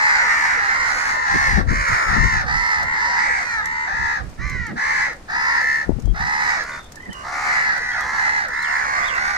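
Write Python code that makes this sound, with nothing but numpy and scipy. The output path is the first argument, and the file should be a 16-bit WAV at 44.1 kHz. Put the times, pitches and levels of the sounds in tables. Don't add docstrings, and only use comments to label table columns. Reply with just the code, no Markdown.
import sys
import numpy as np
from scipy import signal
from scipy.fft import rfft, irfft, next_fast_len
from scipy.io import wavfile
from scipy.ndimage import map_coordinates

SR = 44100
rng = np.random.default_rng(int(sys.argv[2]) if len(sys.argv) > 2 else 0)


def persist_wave(psi):
    counts = np.round(np.clip(psi, -1, 1) * 32767).astype(np.int16)
    wavfile.write(sys.argv[1], SR, np.atleast_2d(counts).T)


N = 413216
TIME = np.arange(N) / SR


def undb(db):
    return 10 ** (np.asarray(db) / 20)


def unit(x):
    return x / np.sqrt(np.mean(x ** 2) + 1e-18)


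def colour(x, points, extra=lambda hz: 0):
    size = next_fast_len(x.shape[-1] // 2 + 1024) * 2
    hz = np.arange(size // 2 + 1) * SR / size + 1
    at_hz, db = np.transpose(points)
    curve_db = np.interp(np.log(hz), np.log(at_hz), db) + extra(hz)
    cepstrum = irfft(np.log(undb(curve_db)))
    cepstrum[1:size // 2] *= 2
    cepstrum[size // 2 + 1:] = 0
    response = np.exp(rfft(cepstrum))
    return irfft(rfft(x, size) * response, size)[..., :x.shape[-1]]


def sliding_colour(x, points, extra, scale):
    clock = np.cumsum(scale)
    source_place = np.interp(np.arange(clock[-1]), clock, np.arange(len(x)))
    warped = map_coordinates(x, [source_place])
    return map_coordinates(colour(warped, points, extra), [clock])


def walk(t, rate):
    values = rng.standard_normal(4096)
    return 1.23 * np.interp(t * rate, np.arange(len(values)), values)


def swell(u, attack, release):
    return np.clip(np.minimum(u / attack, (1 - u) / release), 0, 1)


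def sides(db):
    half = np.atleast_1d(db) / 2
    pair = np.array([undb(half), undb(-half)])
    return pair / np.sqrt(np.mean(pair ** 2, axis=0))


def add(out, start, x):
    i = int(start * SR)
    lo, hi = max(i, 0), min(i + x.shape[1], N)
    if hi > lo:
        out[:, lo:hi] += x[:, lo - i:hi - i]


WALLS_DB, WALLS_SPREAD_S = -2.5, .024


def at_ports(x, lag_ms, walls_db=WALLS_DB, shade_db=2.5, balance_db=-1.5, count=14):
    size = 32768
    hz = np.arange(size // 2 + 1) * SR / size
    direct = np.exp(-1j * np.pi * hz * lag_ms / 1000 * np.array([[1], [-1]]))
    echoes = np.zeros((2, size))
    for ear in echoes:
        late = rng.random(count)
        strengths = rng.choice([-1, 1], count) * np.exp(-late)
        ear[(SR * WALLS_SPREAD_S * late).astype(int)] = unit(strengths) / np.sqrt(count)
    walls = undb(walls_db)
    paths = (direct + walls * rfft(echoes)) / np.hypot(1, walls)
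    return irfft(rfft(x, size) * paths) * sides(balance_db - shade_db * lag_ms)


YARD_T60_S, YARD_DB = .26, -14


def yard(x):
    t = np.arange(SR // 2) / SR
    tail = rng.standard_normal((2, len(t))) * undb(-60 * t / YARD_T60_S) * np.minimum(t / .02, 1)
    tail = unit(tail) / np.sqrt(len(t))
    return x + undb(YARD_DB) * signal.fftconvolve(x, tail, axes=1)[:, :N]


# frequency in Hz, relative level in dB.
AIR_COLOUR = [(25, -0.5), (50, 2), (100, -5), (200, -6.5), (400, -12.5), (800, -15), (2000, -22.5),
              (3200, -30.5), (5000, -30), (9000, -36), (15000, -52)]
AIR_DB, SWELL_DB = -42.5, 1.2


def outdoors():
    mid = colour(rng.standard_normal(N), AIR_COLOUR)
    side = colour(rng.standard_normal(N), AIR_COLOUR, lambda hz: -14 / (1 + (hz / 350) ** 2))
    ports = mid + side * np.array([[1], [-1]])
    return unit(ports) * undb(AIR_DB + SWELL_DB * walk(TIME, 8.2))


WHISTLE_ATTACK, WHISTLE_RELEASE = 0.15, 0.3
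WHISTLE_CLIMB_PER_S, WHISTLE_SLUR_S = 1.5, .024
WHISTLE_RISE_DB_PER_S, WHISTLE_FADE_DB_PER_S = 130, 35
# time of the pitch top in seconds, rise in seconds,
# fall in seconds, top pitch in Hz, pitch it levels off towards in Hz, level about the top in dB.
WHISTLES = [(6.08, 0.16, 0.089, 3270, 3220, -57), (6.72, 0.018, 0.19, 3600, 3590, -45),
            (7.03, 0.043, .04, 3100, 2980, -56), (7.115, 0.023, 0.13, 3080, 2820, -41),
            (7.925, .015, 0.036, 3280, 2880, -44), (8.024, .015, .03, 3380, 2920, -43),
            (8.62, .09, 0.11, 4070, 2710, -35.5), (9.069, .07, 0.15, 3650, 2660, -35)]


def small_bird(waver=.022, flutter_db=3.5):
    out, t = np.zeros((2, N)), np.arange(SR // 3) / SR
    for top_s, rise, fall, top_hz, end_hz, db in WHISTLES:
        before, after = np.maximum(rise - t, 0), np.maximum(t - rise, 0)
        slur = end_hz + (top_hz - end_hz) / (1 + (after / WHISTLE_SLUR_S) ** 3)
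        pitch = (1 - WHISTLE_CLIMB_PER_S * before) * slur * (1 + waver * walk(t, 625))
        shape_db = flutter_db * walk(t, 108) - WHISTLE_RISE_DB_PER_S * before - WHISTLE_FADE_DB_PER_S * after
        size = swell(t / (rise + fall), WHISTLE_ATTACK, WHISTLE_RELEASE) * undb(db + shape_db)
        note = size * np.sin(2 * np.pi * np.cumsum(pitch) / SR)
        add(out, top_s - rise, at_ports(note, 0.025, walls_db=0))
    return out


PECK_RISE_S, TICK_S, DECAY_S, DECAY_DB = .002, .0025, .01, -12
PATTER_SCATTER_DB = 4
# start in seconds, level in dB.
PECKS = [(1.884, -28), (2.83, -29.5), (3.656, -25.5), (4.298, -44), (4.497, -32), (4.666, -33), (5.13, -39),
         (5.227, -55), (5.61, -35), (5.999, -38.5), (6.055, -38), (6.635, -33), (6.92, -31.5), (6.956, -32),
         (7.022, -45), (7.129, -31), (7.777, -32), (8.007, -30), (8.483, -32), (8.624, -29), (9.079, -32),
         (9.149, -33)]
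# frequency in Hz, relative level in dB.
PECK_COLOUR = [(200, -29), (1000, 11), (3000, 3), (6500, 13.5), (10000, 2), (15000, -3)]


def feeding(patter_db=-49, count=220):
    out, t = np.zeros((2, N)), np.arange(SR // 20) / SR
    patter = [(rng.uniform(0, N / SR), patter_db + PATTER_SCATTER_DB * rng.standard_normal())
              for _ in range(count)]
    events = PECKS + patter
    tick_and_decay = np.exp(-t / TICK_S) + undb(DECAY_DB) * np.exp(-t / DECAY_S)
    contact = np.minimum(t / PECK_RISE_S, 1) * tick_and_decay
    noise = rng.standard_normal((len(events), 2, len(t)))
    ticks = unit(colour(noise, PECK_COLOUR)) * contact
    for (start, db), tick in zip(events, ticks):
        add(out, start, undb(db) * tick)
    return out


GUST_ATTACK, GUST_RELEASE = 0.21, 0.39
# start in seconds,
# length in seconds, level in dB, left minus right in dB.
GUSTS = [(0.687, 0.4, -50, 5), (1.283, 0.24, -28, -1), (1.462, 0.29, -19.5, 13), (1.644, 0.23, -22.5, 5.5),
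         (1.882, 0.1, -23.5, -7), (2.058, 0.15, -20.5, 20), (2.173, 0.14, -14.5, 18),
         (2.304, .12, -22.5, 9), (2.38, 0.3, -27.5, -10), (2.74, 0.21, -33.5, -6), (3.495, 0.35, -43.5, -1),
         (3.917, 0.2, -31.5, -26), (4.173, 0.18, -30.5, -13), (4.367, 0.17, -25, -15),
         (4.494, 0.19, -24.5, -31), (5.856, 0.2, -21, 36), (6.02, 0.17, -19.5, 27), (6.178, 0.12, -26, 5)]
# frequency in Hz, relative level in dB.
GUST_COLOUR = [(20, -6.5), (45, 5.5), (90, -2.5), (170, -7.5), (280, -21.5), (500, -28.5), (1000, -64),
               (3000, -87)]


def wing_gusts():
    out = np.zeros((2, N))
    eddies = unit(colour(rng.standard_normal((2, N)), GUST_COLOUR))
    for start, length, db, pan_db in GUSTS:
        puff = swell((TIME - start) / length, GUST_ATTACK, GUST_RELEASE)
        out += eddies * puff * undb(db) * sides(pan_db)
    return out


# start in seconds, level in dB,
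# length in seconds, left minus right in dB.
BUFFETS = [(1.334, -21.5, 0.046, -1), (1.563, -16.5, 0.057, 21), (1.697, -22.5, 0.049, 20),
           (2.153, -22, 0.05, 31), (2.226, -25.5, 0.04, 28), (4.408, -49, 0.033, -18),
           (4.544, -29, 0.023, -28), (4.659, -30, 0.14, 0), (5.882, -23, 0.0072, 33),
           (5.891, -9.5, 0.006, 36), (5.901, -14.5, 0.01, 36), (5.916, -13, 0.0079, 36),
           (5.982, -24.5, 0.017, 33), (6.069, -24, 0.013, 22), (6.576, -43, 0.014, 2),
           (7.065, -31, 0.06, -2)]
# frequency in Hz, relative level in dB.
BUFFET_COLOUR = [(30, -19), (90, -1.5), (200, 8.5), (450, -6), (900, -15.5), (2000, -71), (6000, -170)]


def wing_buffets():
    out, t = np.zeros((2, N)), np.arange(SR // 4) / SR
    for start, db, length, pan_db in BUFFETS:
        push = np.sin(np.pi * np.clip(t / length, 0, 1))
        noise = unit(colour(rng.standard_normal((2, len(t))), BUFFET_COLOUR))
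        add(out, start, noise * push * undb(db) * sides(pan_db))
    return out


# time in seconds, pitch in Hz, level in dB.
FALLING_CAW = [(3.34, 480, -50), (3.40, 492, -40), (3.47, 487, -25), (3.55, 455, -23.5),
               (3.60, 425.5, -21.5), (3.65, 394, -35)]
SOLO_CAW = [(4.39, 519, -52), (4.42, 575, -35), (4.465, 590, -33), (4.55, 560, -39), (4.62, 520, -55),
            (4.68, 435, -41), (4.72, 385, -44)]
FAR_CAW = [(6.945, 447, -50), (6.97, 452, -39), (7.02, 470, -39.5), (7.125, 449, -38), (7.16, 435, -62)]
# multiple of the pitch, relative level in dB.
FALLING_PARTIALS = [(2, -8.5), (3, -5), (4, 3.5), (5, -7), (9, -17), (10, -31), (13, -28), (14, -33)]
SOLO_PARTIALS = [(1, -16), (2, 2.5), (3, 1), (4, -2.5), (7, -11), (8, -25), (9, -14), (10, -17), (11, -13)]
FAR_PARTIALS = [(2, -15), (4, -4)]
# course, partials, flutter in Hz at the highest pitch, flutter depth (0-1),
# pitch swing (0-1), roughness of pitch (0-1), lag of the left port in ms.
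CLEAR_CAWS = [(FALLING_CAW, FALLING_PARTIALS, 73, .3, .007, .004, -.15),
              (SOLO_CAW, SOLO_PARTIALS, 78, .55, .011, .006, 0),
              (FAR_CAW, FAR_PARTIALS, 33, .9, .035, .04, .37)]


def clear_crows():
    out, t = np.zeros((2, N)), np.arange(SR // 2) / SR
    for course, partials, flutter_hz, depth, swing, rough, lag_ms in CLEAR_CAWS:
        times, hz, db = np.transpose(course)
        now = times[0] + t
        pitch = np.interp(now, times, hz)
        flutter_rate = flutter_hz * pitch / hz.max() * (1 + walk(t, 38) / 20)
        flutter = np.cos(2 * np.pi * np.cumsum(flutter_rate) / SR)
        bent_pitch = pitch * (1 + swing * flutter + rough * walk(t, 251))
        phase = 2 * np.pi * np.cumsum(bent_pitch) / SR
        chord = sum(undb(partial_db) * np.sin(round(k) * phase + k * k) for k, partial_db in partials)
        tone = unit((1 + depth * flutter) * chord)
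        level = undb(np.interp(now, times, db)) * (t < times[-1] - times[0])
        add(out, times[0], at_ports(tone * level, lag_ms, walls_db=-4.5))
    return out


CROAK_LEAD_S, CROAK_S, CROAK_FALL, CROAK_DB = .065, 0.11, 0.43, -22
# frequency in Hz, relative level in dB.
CROAK_COLOUR = [(120, -22), (250, -12.5), (520, 4), (750, -0.5), (1100, -17), (3000, -68)]


def croak(pitch_hz, rattle_hz):
    t = np.arange(SR // 6) / SR
    u = np.minimum(t / CROAK_S, 1)
    slack = .7 * (1 - CROAK_FALL * u) * (1 + .03 * walk(t, 200))
    clock = 2 * np.pi * np.cumsum(slack) / SR
    gurgle = 1 + np.cos(rattle_hz * clock) / 2
    pulses = sum(np.cos(k * pitch_hz * clock) for k in range(1, 5)) * gurgle
    return unit(colour(pulses, CROAK_COLOUR)) * np.sin(np.pi * u)


JITTER, WOBBLE = .01, .014
SCOOP, DROP = .21, .35
RASP_DB, ODD_DB = -21, -9
HOARSE_SWING, CLEAR_SHARE = 0.1048, 0.15
SHUT, THROAT_FOLLOWS = .94, .1
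RING_HZ, RING_WIDTH_HZ = 4900, 550
# place in the call (0-1), level in dB.
EFFORT = [(0, -22), (.055, -6), (.18, -2), (.45, 0), (.75, 0), (.87, -3), (.95, -9), (1, -26)]
GAPE = [(0, .1), (.12, .45), (.3, 1), (.8, 1), (.9, .6), (1, 0)]
# frequency in Hz, relative level in dB.
VOICE = [(250, -27.5), (500, -24.5), (680, -9), (850, -7), (1050, -7.5), (1350, -2), (1600, -9),
         (1850, -3.5), (2100, -6.5), (2450, -24), (3200, -29.5), (4100, -15), (6400, -15.5), (8000, -24),
         (14500, -43)]


def caw(length, pitch_hz, top, sag, rattle_hz, bend, throat_db, bill_db, ring_db,
        lean=0.42, hiss_db=-5, reed_db=-5, stretch=0.31, waver=0.00687):
    t = np.arange(SR // 2) / SR
    u = np.minimum(t / length, 1)
    scoop = SCOOP * np.maximum(1 - u / top, 0) ** 2.3
    sinking = 1.15 * sag * (np.maximum(u - top, 0) / (1 - top)) ** 1.8
    collapse = DROP * np.maximum((u - .82) / .18, 0) ** 2
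    arch = (1 - scoop - sinking) * (1 - collapse)
    hoarse = np.interp(bend, [0, HOARSE_SWING], [CLEAR_SHARE, 1])
    unsteady = 1 + hoarse * JITTER * walk(t, 69.78) + waver * walk(t, 14)
    beat = np.cumsum(rattle_hz * arch * unsteady) / SR
    swing = 2 * np.pi * (beat % 1)
    cycles = beat % 1 if hoarse > .5 else beat
    bent_cycles = cycles + bend * (1 - np.cos(swing)) / (2 * np.pi)
    phase = pitch_hz / rattle_hz * bent_cycles + hoarse ** 2 * WOBBLE * walk(t, 260)
    chop = (1 - (1 + np.cos(swing - lean)) / 5) * np.minimum(10 * np.sin(swing / 2), 1)
    strength = 1 - hoarse * (1 - chop * undb(1.2 * walk(t, 110)))
    odd = undb(ODD_DB * np.interp(pitch_hz, [490, 535], [1, 0]))
    partials = sum(odd ** (k % 2) * np.cos(2 * np.pi * k * phase + np.pi * k * k / 16) for k in range(1, 17))
    pulses = colour(unit(strength * partials), [(2500, 0), (4000, reed_db * (2 * hoarse - 1))])
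    effort = undb(np.interp(u, *np.transpose(EFFORT))) * (u < 1)
    air = unit(np.sqrt(np.abs(strength)) * rng.standard_normal(len(t)))
    hiss = colour(air, [(2300, RASP_DB), (4500, hiss_db), (7500, hiss_db), (9500, 0.11)])
    source = (pulses + hoarse ** 2 * hiss) * effort

    def opening(hz):
        throat = throat_db / (1 + (hz / 1400) ** 6)
        bill = (bill_db - ring_db / 3) / (1 + (3000 / hz) ** 6)
        ring = ring_db / (1 + ((hz - RING_HZ) / RING_WIDTH_HZ) ** 2)
        return throat + bill + ring

    tight = (pitch_hz / 480) ** stretch
    gape = np.interp(u, *np.transpose(GAPE))
    scale = tight * (SHUT + (1 - SHUT) * gape) * arch ** THROAT_FOLLOWS
    voice = sliding_colour(source, VOICE, opening, scale)
    return voice / np.sqrt(np.sum(voice ** 2) / np.sum(effort ** 2))


RINGER_LAG_MS, RINGER_REACH_MS, RING_DB = .21, .04, 9
# start in seconds, length in seconds, top pitch in Hz,
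# place of the pitch top (0-1), strength of the pitch sag (0-1), rattle in Hz at the pitch top,
# pitch swing per beat (0-1), level in dB, throat in dB, bill in dB, lag of the left port in ms.
CAWS = [ (-.14, 0.39, 479.3, 0.32, 0.15, 72.63, 0.1, -16.5, -11.5, -13, 0.25),
        (-.08, 0.48, 591, 0.18, 0.44, 78, 0.08, -20, -12.5, -15, -0.15),
        (0.136, 0.43, 484, 0.51, 0.2, 70.73, 0.1, -17, -8.5, -13, -0.35),
        (0.222, 0.42, 628, 0.09, 0.3, 78.7, 0.09, -22.5, -12.5, -14.5, 0),
        (0.404, 0.4, 470, 0.36, 0.24, 71.1, 0.1, -19.5, -14.5, -18, 0.33),
        (0.571, .39, 502.7, 0.53, 0.11, 71.56, 0.1, -18, -8, -12, 0.25),
        (0.783, 0.39, 562.3, 0.36, 0.27, 76.6, 0.14, -22.5, -9, -12, 0.092),
        (0.821, 0.37, 514, 0.48, 0.06, 74.25, 0.21, -23.5, -9.5, -7, -0.3),
        (0.985, 0.5, 475.2, 0.33, 0.2, 71.8, 0.09, -19.5, -5, -12.5, -0.45),
        (1.242, 0.39, 485, 0.48, 0.22, 71.3, 0.13, -17, -11, -11.5, -0.36),
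        (1.665, 0.38, 561.6, 0.24, 0.4, 74.7, 0.1, -19, -7.5, -11.5, -0.45),
        (1.852, 0.36, 556.4, 0.16, 0.34, 75.04, 0.16, -19.5, -2, -9, -0.58),
        (2.068, 0.39, 486, 0.5, 0.17, 71.2, 0.09, -16.5, -8.5, -12.5, -0.44),
        (2.443, 0.41, 480.3, 0.43, 0.07, 74.04, 0.1, -17, -9.5, -13, 0.23),
        (2.742, 0.35, 498.4, 0.5, 0.11, 73.2, 0.08, -20.5, -12.5, -20.5, -0.25),
        (2.92, 0.38, 486.4, 0.38, 0.06, 74.07, 0.07, -19, -7, -12, 0.23),
        (3.074, 0.37, 468, 0.54, 0.15, 69.83, 0.09, -19.5, -9.5, -23, -0.41),
        (3.149, 0.32, 577.4, 0.46, 0.16, 75.2, .06, -25.5, -38, -19, -0.49),
        (3.334, .29, 500.4, 0.25, 0.12, 73.5, 0.12, -25.5, -10, -8.5, -0.22),
        (3.576, 0.35, 492, 0.39, 0, 73.7, 0.08, -22.5, -12, -18.5, -0.273),
        (3.853, 0.37, 459.4, 0.44, 0.06, 69.9, 0.08, -20, -7, -15, -0.48),
        (4.376, 0.36, 522, 0.28, 0.2, 78.2, 0.04, -29, -23, -23.5, -0.014),
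        (4.755, 0.35, 470.8, 0.31, 0.03, 70.54, 0.1, -19, -7.5, -12.5, -0.49),
        (4.76, 0.39, 561.7, 0.29, 0.14, 76.1, 0.07, -24, -19, -16.5, 0.062),
        (5.279, 0.36, 497, 0.74, 0.07, 72.65, 0.1, -18.5, -8, -12.5, 0.2),
        (5.48, 0.385, 483.5, 0.61, 0, 71.1, 0.11, -20, -13, -14.5, -0.45),
        (6.137, 0.48, 462, 0.41, 0.14, 71.5, 0.12, -20, -8, -11, 0.24),
        (6.371, 0.25, 539, 0.29, .07, 74.3, 0.1, -23.5, -11.5, -11, 0.168),
        (6.574, 0.067, 446.5, 0.23, 0.18, 69.9, 0.07, -25, -25, -13, 0.12),
        (6.596, 0.22, 548, 0.58, 0.2, 72.9, 0.12, -30, -3.5, -8.5, 0.008),
        (7.12, 0.16, 563, 0.2, 0, 74.9, 0.1, -36.5, 9, -0.5, 0.36),
        (7.226, 0.4, 499.6, 0.61, 0.38, 73.5, 0.27, -25, 3, -4, 0),
        (7.299, 0.4, 578.4, 0.19, 0.12, 74.45, 0.1, -24, -25, -17, -0.14),
        (7.417, .39, 466.4, 0.41, 0.16, 73.6, 0.1, -19, -13.5, -15.5, 0.23),
        (7.68, 0.39, 455, 0.44, 0.44, 72.6, 0.13, -23, -18, -14.5, 0.12),
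        (7.924, 0.39, 478.8, 0.6, 0.27, 74.2, 0.15, -24, -7, -11.5, 0),
        (8.11, 0.38, 474.3, 0.5, 0.19, 72.7, 0.12, -19, -12, -14.5, 0.27),
        (8.465, 0.41, 499, 0.47, 0.16, 74.4, 0.11, -22, -10, -13.5, 0.59),
        (8.654, 0.47, 493.3, 0.4, 0.24, 72, 0.19, -21.5, -6.5, -12, 0.41),
        (8.905, 0.31, 572, 0.19, 0.12, 76.8, 0.09, -20.5, -9, -16.5, 0.27),
        (9.14, 0.27, 481.4, 0.64, 0.34, 73.2, 0.25, -20, -11, -12.5, 0.31)]


def crows():
    out = np.zeros((2, N))
    for start, length, pitch_hz, top, sag, rattle_hz, bend, db, throat_db, bill_db, lag_ms in CAWS:
        ring_db = RING_DB * np.exp(-((lag_ms - RINGER_LAG_MS) / RINGER_REACH_MS) ** 2)
        top = np.clip(top, .05, .9)
        voice = caw(length, pitch_hz, top, sag, rattle_hz, bend, throat_db, bill_db, ring_db)
        add(out, start, undb(db) * at_ports(voice, lag_ms))
        low_end = at_ports(croak(pitch_hz, rattle_hz), lag_ms)
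        add(out, start + length - CROAK_LEAD_S, undb(db + CROAK_DB) * low_end)
    return out


def scene():
    birds = small_bird() + feeding() + clear_crows() + crows()
    wings = wing_gusts() + wing_buffets()
    return outdoors() + wings + yard(birds)


TOP_HZ = 15300


def record(dry):
    return signal.sosfilt(signal.ellip(8, .2, 70, TOP_HZ, fs=SR, output="sos"), dry)


dry = scene()
out = record(dry)
persist_wave(out)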